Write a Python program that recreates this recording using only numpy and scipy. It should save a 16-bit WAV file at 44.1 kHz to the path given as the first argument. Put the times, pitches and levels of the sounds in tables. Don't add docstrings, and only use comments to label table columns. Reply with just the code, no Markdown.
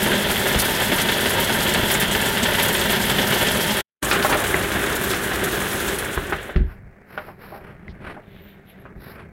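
import sys
import numpy as np
from scipy import signal
from scipy.fft import rfft, irfft
from scipy.io import wavfile

SR = 44100
rng = np.random.default_rng(int(sys.argv[2]) if len(sys.argv) > 2 else 0)


def int16_out(signal):
    q = np.round(np.clip(np.atleast_2d(signal).T, -1, 1) * 32767)
    wavfile.write(sys.argv[1], SR, q.astype(np.int16))


N = 411007
TIME = np.arange(N) / SR

# f/Hz, level/dB
OUTSIDE_EQ = [(25, -10), (149, -6), (270, -1), (410, -13), (936, -14.5), (1130, -17.5), (1560, -9.5),
              (2410, -13), (3250, -16.5), (5880, -25), (12900, -22), (16000, -30.5)]
GAP_EQ = [(25, -14), (48, 1), (150, -2), (205, -4), (360, -0.5), (531, -4.5), (887, -9), (1700, -9),
          (2480, -11.5), (3430, -11), (4740, -25), (11300, -21.5), (16000, -27)]
PANE_EQ = [(25, -16.5), (60, -8.5), (190, -9), (260, -16), (700, -22.5), (1000, -31.5), (1500, -32),
           (2200, -29.5), (3200, -52), (7000, -56.5)]
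# f/Hz, width/Hz, level/dB
YARD_BELLS = [(202.7, 13, 7), (293, 65, -12.5), (394, 92, 9.5), (584, 116, 6.5), (937, 190, 6),
              (1100, 110, -2), (1774, 31, 5.5), (2420, 200, -6), (3305, 560, 7)]
RECESS_BELLS = [(195, 14, 9), (394, 44, 7.5), (1620, 640, 6.5)]
FRAME_BELLS = [(373, 100, 8.5), (609, 35, 10.5), (800, 56, 8), (1390, 880, 5)]
# t/s, drum level/dB, splash level/dB
GUTTER_SLAPS = [(0.061, 0.5, -1), (0.545, 2.5, 0), (0.918, 1.5, 0), (1.088, -4.5, 3), (1.122, -1.5, -0.5),
                (1.258, -7, -1), (1.385, -15.5, -6), (1.747, -9, 1), (1.902, -6.5, 1), (2.022, -13.5, 1),
                (2.15, 1.5, 0.5), (2.371, -11, 1), (2.455, -22, 1), (2.598, -8.5, 2.5), (2.748, -16, 0),
                (2.894, -9.5, -1), (2.929, 1, 2), (3.098, -2.5, 2.5), (3.185, 2, 2), (3.323, 3, 2.5),
                (3.413, 1, -2), (3.466, -1, 2)]
# t/s, level/dB
GUTTER_SPRAYS = [(0.028, 5), (0.477, 3.5), (0.706, -1), (1.399, 3), (1.632, 2), (1.913, 9), (1.998, 6.5),
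                 (2.625, 8), (3.275, 1)]
# t/s, level/dB
LOW_THUMPS = [(0.555, -17), (6.169, -20), (6.22, -33), (6.327, -23), (6.556, -5.5), (6.603, -11.5),
              (6.645, -20), (7.885, -30.5), (8.959, -32)]
# f/Hz, level/dB, t60/s
THUMP_MODES = [(41.7, 1, 0.22), (72.7, 3, 0.19), (158, -2, 0.16), (222, -7, 0.11), (372, -8, 0.16)]
# t/s, gap area/dB
GAP_AREA = [(4.03, -0.5), (5.95, -3.5), (6.25, -8.5), (6.5, -13), (6.53, -17), (6.62, -24), (6.8, -63)]
# t/s, level/dB, f/Hz, t60/s
FRAME_KNOCKS = [(4.113, -7.5, 2490, 0.14), (4.127, -16.5, 1450, 0.24), (4.225, -12.5, 2980, 0.12),
                (4.248, -13, 1210, 0.088), (4.291, -21, 947, 0.54), (4.326, -9, 1920, 0.11),
                (4.353, -15, 1080, 0.054), (4.544, -12, 1590, 0.03), (5.135, -12, 1690, 0.049),
                (6.176, -14.5, 1260, 0.031), (6.324, -14, 1500, 0.1), (6.561, -21.5, 1930, 0.053),
                (7.177, -21, 1430, 0.082), (7.283, -35.5, 744, 0.12), (7.521, -38, 640, 0.42),
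                (8.166, -38, 714, 0.19), (8.854, -39, 1250, 0.19)]
# t/s, level/dB, f/Hz
METAL_CLINKS = [(4.543, -6, 2010), (7.881, -27.5, 2040)]
# t/s, level/dB
RUMBLE_RIDE = [(7.09, -8), (7.19, -1.5), (8.16, 2.5), (8.24, -5), (8.31, 2.5), (8.73, -8), (8.79, 1)]
# t/s, rub level/dB, swish level/dB, half length/s
SLEEVE_STROKES = [(6.704, -45.5, -59.5, 0.041), (7.208, -43, -55.5, 0.11), (7.5, -42.5, -52, 0.089),
                  (7.684, -44.5, -67, 0.051), (7.896, -55, -80, 0.12), (8.08, -33, -70, 0.037),
                  (8.16, -49.5, -75, 0.043), (9.08, -43.5, -49, 0.064), (9.196, -41, -72, 0.035)]
# f/Hz, level/dB
RUB_EQ = [(150, -12), (560, -11.5), (850, -15.5), (1500, -11.5), (2300, -18), (3200, -27.5), (4300, -33.5),
          (6500, -55), (9300, -42.5)]
SWISH_EQ = [(2500, -11), (3800, 9), (5400, -2), (6500, -38), (9000, -20), (11700, 7.5), (16000, -7)]
SCRAPE_EQ = [(800, -36), (2200, 8.5), (3700, 4), (5100, -16), (8600, -33), (11600, -7), (16000, -18)]
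# t/s, level/dB
SLIDE_RIDE = [(8.22, -66), (8.37, -54), (8.43, -59), (8.5, -55.5), (8.64, -71), (8.7, -51.5), (8.75, -64),
              (8.85, -63)]
# t/s, half length/s, top f/Hz, level/dB, waver/fraction of pitch
FABRIC_SQUEAKS = [(8.34, 0.035, 14300, -70, 0.012), (8.465, 0.045, 14350, -55, 0.005),
                  (8.7, 0.019, 11600, -55, 0.03), (8.812, 0.014, 11600, -62, 0.025)]


def from_db(db):
    return 10 ** (np.asarray(db) / 20)


def unit_rms(x):
    return x / np.sqrt(np.mean(x ** 2) + 1e-20)


def ride(points):
    return np.interp(TIME, *np.transpose(points))


def cut(x, hz, kind, order=2):
    return signal.sosfilt(signal.butter(order, hz, kind, fs=SR, output="sos"), x)


def eq(x, curve, bells=()):
    size = 2 ** 13
    hz = np.maximum(np.arange(size // 2 + 1) * SR / size, 1)
    curve_hz, curve_db = np.transpose(curve)
    db = np.interp(np.log(hz), np.log(curve_hz), curve_db)
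    for centre, width, height in bells:
        db = db + height / (1 + (2 * (hz - centre) / width) ** 2)
    cepstrum = irfft(np.log(from_db(db)))
    cepstrum[1:size // 2] *= 2
    cepstrum[size // 2 + 1:] = 0
    return signal.fftconvolve(x, irfft(np.exp(rfft(cepstrum))))[:N]


def clicks(times, heights):
    out = np.zeros(N)
    np.add.at(out, np.round(np.asarray(times) * SR).astype(int), heights)
    return out


def surging(depth_db, hz):
    wander = cut(cut(rng.standard_normal(N), hz, "low"), hz, "low")
    return from_db(depth_db * unit_rms(wander))


def shower(per_s, spread_db, largest=4):
    sizes = from_db(spread_db * np.minimum(rng.exponential(1, N), largest))
    return (rng.random(N) < per_s / SR) * sizes * rng.choice([-1, 1], N)


def bursts(hits, t60, rise=0):
    power = signal.lfilter([1], [1, -from_db(-120 / (t60 * SR))], hits ** 2 + 1e-18)
    if rise:
        lag = np.exp(-1 / (rise * SR))
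        power = signal.lfilter([1 - lag], [1, -lag], power)
    return np.sqrt(power) * rng.standard_normal(N)


def splashes(blobs, edges_hz, t60, rise, tint_db):
    out = 0
    for band in zip(edges_hz, edges_hz[1:]):
        tint = np.ones(N)
        tint[blobs != 0] = from_db(tint_db * rng.standard_normal(np.count_nonzero(blobs)))
        out = out + cut(bursts(blobs * tint, t60, rise), band, "band")
    return unit_rms(out)


def drumming(drop_db, splash_db, wash_db):
    drops = unit_rms(bursts(shower(per_s=380, spread_db=2.8), t60=0.005))
    blobs = shower(per_s=55, spread_db=2.8, largest=2.4)
    splash = splashes(blobs, (20, 500, 1300, 2500, 9000), t60=0.11, rise=0.0038, tint_db=3)
    wash = rng.standard_normal(N)
    return unit_rms(from_db(drop_db) * drops + from_db(splash_db) * splash + from_db(wash_db) * wash)


def ivy(tick_db, splash_db):
    ticks = unit_rms(bursts(shower(per_s=700, spread_db=3), t60=0.004))
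    blobs = shower(per_s=90, spread_db=2.8, largest=2.4)
    splash = splashes(blobs, (3000, 6500, 9000, 12000, 16000), t60=0.067, rise=0.0018, tint_db=5.5)
    spatter = from_db(tick_db) * ticks + from_db(splash_db) * splash
    return unit_rms(surging(depth_db=-1.5, hz=23) * (spatter + rng.standard_normal(N)))


def wall_echoes(x, echo_db, longest_s):
    lags = rng.uniform(0.002, longest_s, 10)
    echoes = sum(np.pad(x, (round(lag * SR), 0))[:N] * (-1) ** k for k, lag in enumerate(lags))
    return x + from_db(echo_db) * cut(echoes, 730, "high")


def downpour(roof_db, ivy_db, curve, bells, spray_db):
    water = cut(drumming(drop_db=-5, splash_db=-6, wash_db=0), 27, "high")
    roof = cut(eq(water, curve, bells), 4170, "low", order=4)
    leaves = cut(eq(ivy(tick_db=-6.5, splash_db=spray_db), curve, bells), 4380, "high", order=4)
    roof = wall_echoes(roof, echo_db=-23.5, longest_s=0.03)
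    leaves = wall_echoes(leaves, echo_db=-21, longest_s=0.016)
    return from_db(roof_db) * unit_rms(roof) + from_db(ivy_db) * unit_rms(leaves)


def gutter(gain_db, smack_db, t60, rise):
    slap_s, drum_db, splash_db = np.transpose(GUTTER_SLAPS)
    drum = cut(bursts(clicks(slap_s, from_db(drum_db)), t60, rise), [200, 1200], "band")
    hits = clicks(slap_s, from_db(splash_db))
    splash = bursts(hits, t60, rise) + from_db(smack_db) * bursts(hits, t60=0.0058)
    splash = cut(splash, [1200, 5200], "band")
    spray_s, spray_db = np.transpose(GUTTER_SPRAYS)
    leaves = cut(bursts(clicks(spray_s, from_db(spray_db)), t60, rise), 8400, "high")
    return from_db(gain_db) * eq(drum + splash + leaves, OUTSIDE_EQ, YARD_BELLS)


def ring(hits, hz, t60):
    decay, step = from_db(-60 / (t60 * SR)), 2 * np.pi * hz / SR
    return signal.lfilter([0, np.sin(step)], [1, -2 * decay * np.cos(step), decay ** 2], hits + 1e-18)


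def stroke(centre_s, half_length_s, edge_s=0.017):
    return 0.5 + 0.5 * np.tanh((half_length_s - np.abs(TIME - centre_s)) / (2 * edge_s))


def low_thumps(gain_db, soft_hz, rattle_db):
    thump_s, thump_db = np.transpose(LOW_THUMPS)
    hits = clicks(thump_s, from_db(thump_db))
    shudder = from_db(-15.5) * stroke(centre_s=6.81, half_length_s=0.11) * rng.standard_normal(N)
    rattle = cut(from_db(rattle_db) * bursts(hits, t60=0.22) + shudder, [24, 130], "band")
    modes = sum((-1) ** k * from_db(db) * ring(hits, hz, t60)
                for k, (hz, db, t60) in enumerate(THUMP_MODES))
    return from_db(gain_db) * cut(rattle + modes, soft_hz, "low")


def rain_through_gap(roof_db, ivy_db, slit_db):
    gap_db = ride(GAP_AREA)
    shadow_db = 0.87 * np.minimum(gap_db + 3, 0)
    rain = downpour(roof_db + gap_db, ivy_db + gap_db + shadow_db, GAP_EQ, RECESS_BELLS, spray_db=-1.5)
    narrowness = np.clip(gap_db / -16.5, 0, 1) ** 2
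    slit = cut(rain, [350, 870], "band") + cut(rain, [1300, 2440], "band")
    return rain + narrowness * from_db(slit_db) * slit


def frame_knocks(ring_db, tail_db, tail_t60, tick_db, tick_t60):
    out = np.zeros(N)
    age = TIME[:SR // 2]
    for s, db, hz, t60 in FRAME_KNOCKS:
        grain = cut(rng.standard_normal(len(age)), [hz / 1.31, hz * 1.94], "band", order=1)
        grain = unit_rms(cut(grain, hz * 2, "low", order=3))
        tone = np.sin(2 * np.pi * hz * age)
        tick = tone * from_db(tick_db - 60 * age / tick_t60)
        crack = (grain + from_db(ring_db) * tone) * from_db(-60 * age / t60)
        tail = grain * from_db(tail_db - 60 * age / tail_t60)
        start = round(s * SR)
        out[start:start + len(age)] += (from_db(db) * (tick + crack + tail))[:N - start]
    return eq(out, [(60, -18.5), (300, 0.5), (2500, -10), (8000, -13.5)], FRAME_BELLS)


def fittings(t60, catch_s, catch_db):
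    clinks = sum(ring(clicks([s], from_db([db])), hz, t60) for s, db, hz in METAL_CLINKS)
    scrape = unit_rms(cut(rng.standard_normal(N), [3000, 5200], "band", order=4))
    push = np.exp(-((TIME - catch_s) / 0.017) ** 2)
    return cut(clinks, 5000, "low") + from_db(catch_db) * push * scrape


def pane_rain_and_rumble(gain_db):
    water = drumming(drop_db=-3, splash_db=-11, wash_db=-2.5)
    patter = unit_rms(eq(water, PANE_EQ, RECESS_BELLS))
    rumble = cut(patter, 700, "low", order=1)
    return from_db(gain_db) * (patter + (from_db(ride(RUMBLE_RIDE)) - 1) * rumble)


def sleeve_brushes(grain_db):
    rub_gain, swish_gain = sum(from_db([[rub_db], [swish_db]]) * stroke(s, half_length)
                               for s, rub_db, swish_db, half_length in SLEEVE_STROKES)
    catches = unit_rms(shower(per_s=2500, spread_db=3))
    friction = (from_db(grain_db) * catches + rng.standard_normal(N)) * surging(depth_db=2, hz=70)
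    rub = cut(eq(friction, RUB_EQ), 12500, "low", order=4)
    swish = eq(friction, SWISH_EQ)
    return rub_gain * unit_rms(rub) + swish_gain * unit_rms(swish)


def sleeve_slide(grain_db):
    sliding = (TIME > SLIDE_RIDE[0][0]) & (TIME < SLIDE_RIDE[-1][0])
    scrape = eq(rng.standard_normal(N), SCRAPE_EQ) * surging(grain_db, hz=150)
    return sliding * from_db(ride(SLIDE_RIDE)) * unit_rms(scrape)


def sleeve_squeaks(droop_hz_per_s2):
    out = 0
    for s, half_length, top_hz, db, waver in FABRIC_SQUEAKS:
        arch_hz = np.maximum(top_hz - droop_hz_per_s2 * (TIME - s) ** 2, top_hz / 2)
        wobble = 1 + waver * unit_rms(cut(rng.standard_normal(N), 300, "low"))
        swell = np.exp(-0.5 * ((TIME - s) / half_length) ** 2)
        out = out + from_db(db) * swell * np.sin(2 * np.pi * np.cumsum(arch_hz * wobble) / SR)
    return out * surging(depth_db=3, hz=60.4)


def scene():
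    outside = downpour(roof_db=-20.5, ivy_db=-28, curve=OUTSIDE_EQ, bells=YARD_BELLS, spray_db=-2)
    outside += gutter(gain_db=1, smack_db=7, t60=0.13, rise=0.0015)
    behind_sill = rain_through_gap(roof_db=-21, ivy_db=-28, slit_db=-6)
    bed = np.where(TIME < 3.919, outside, behind_sill)
    bed += pane_rain_and_rumble(gain_db=-44)
    thumps = low_thumps(gain_db=-5, soft_hz=430, rattle_db=18.5)
    window = frame_knocks(ring_db=-8.5, tail_db=-16.5, tail_t60=0.27, tick_db=9, tick_t60=0.0051)
    window += fittings(t60=0.021, catch_s=7.905, catch_db=-56)
    cloth = sleeve_brushes(grain_db=-7.5) + sleeve_slide(grain_db=1.5)
    cloth += sleeve_squeaks(droop_hz_per_s2=100000)
    return (bed + thumps + window + cloth)[None]


def record(dry):
    mute_from_s, mute_to_s, out_db_per_s, in_db_per_s = 3.809, 4.029, 3000, 3600
    mute_db = np.maximum(out_db_per_s * (mute_from_s - TIME), in_db_per_s * (TIME - mute_to_s))
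    gated = dry * from_db(np.clip(mute_db, -80, 0))
    limited = 0.9 * np.tanh(gated / 0.9)
    return signal.sosfilt(signal.ellip(12, 0.1, 80, 15800, fs=SR, output="sos"), limited)


dry = scene()
out = record(dry)
int16_out(out)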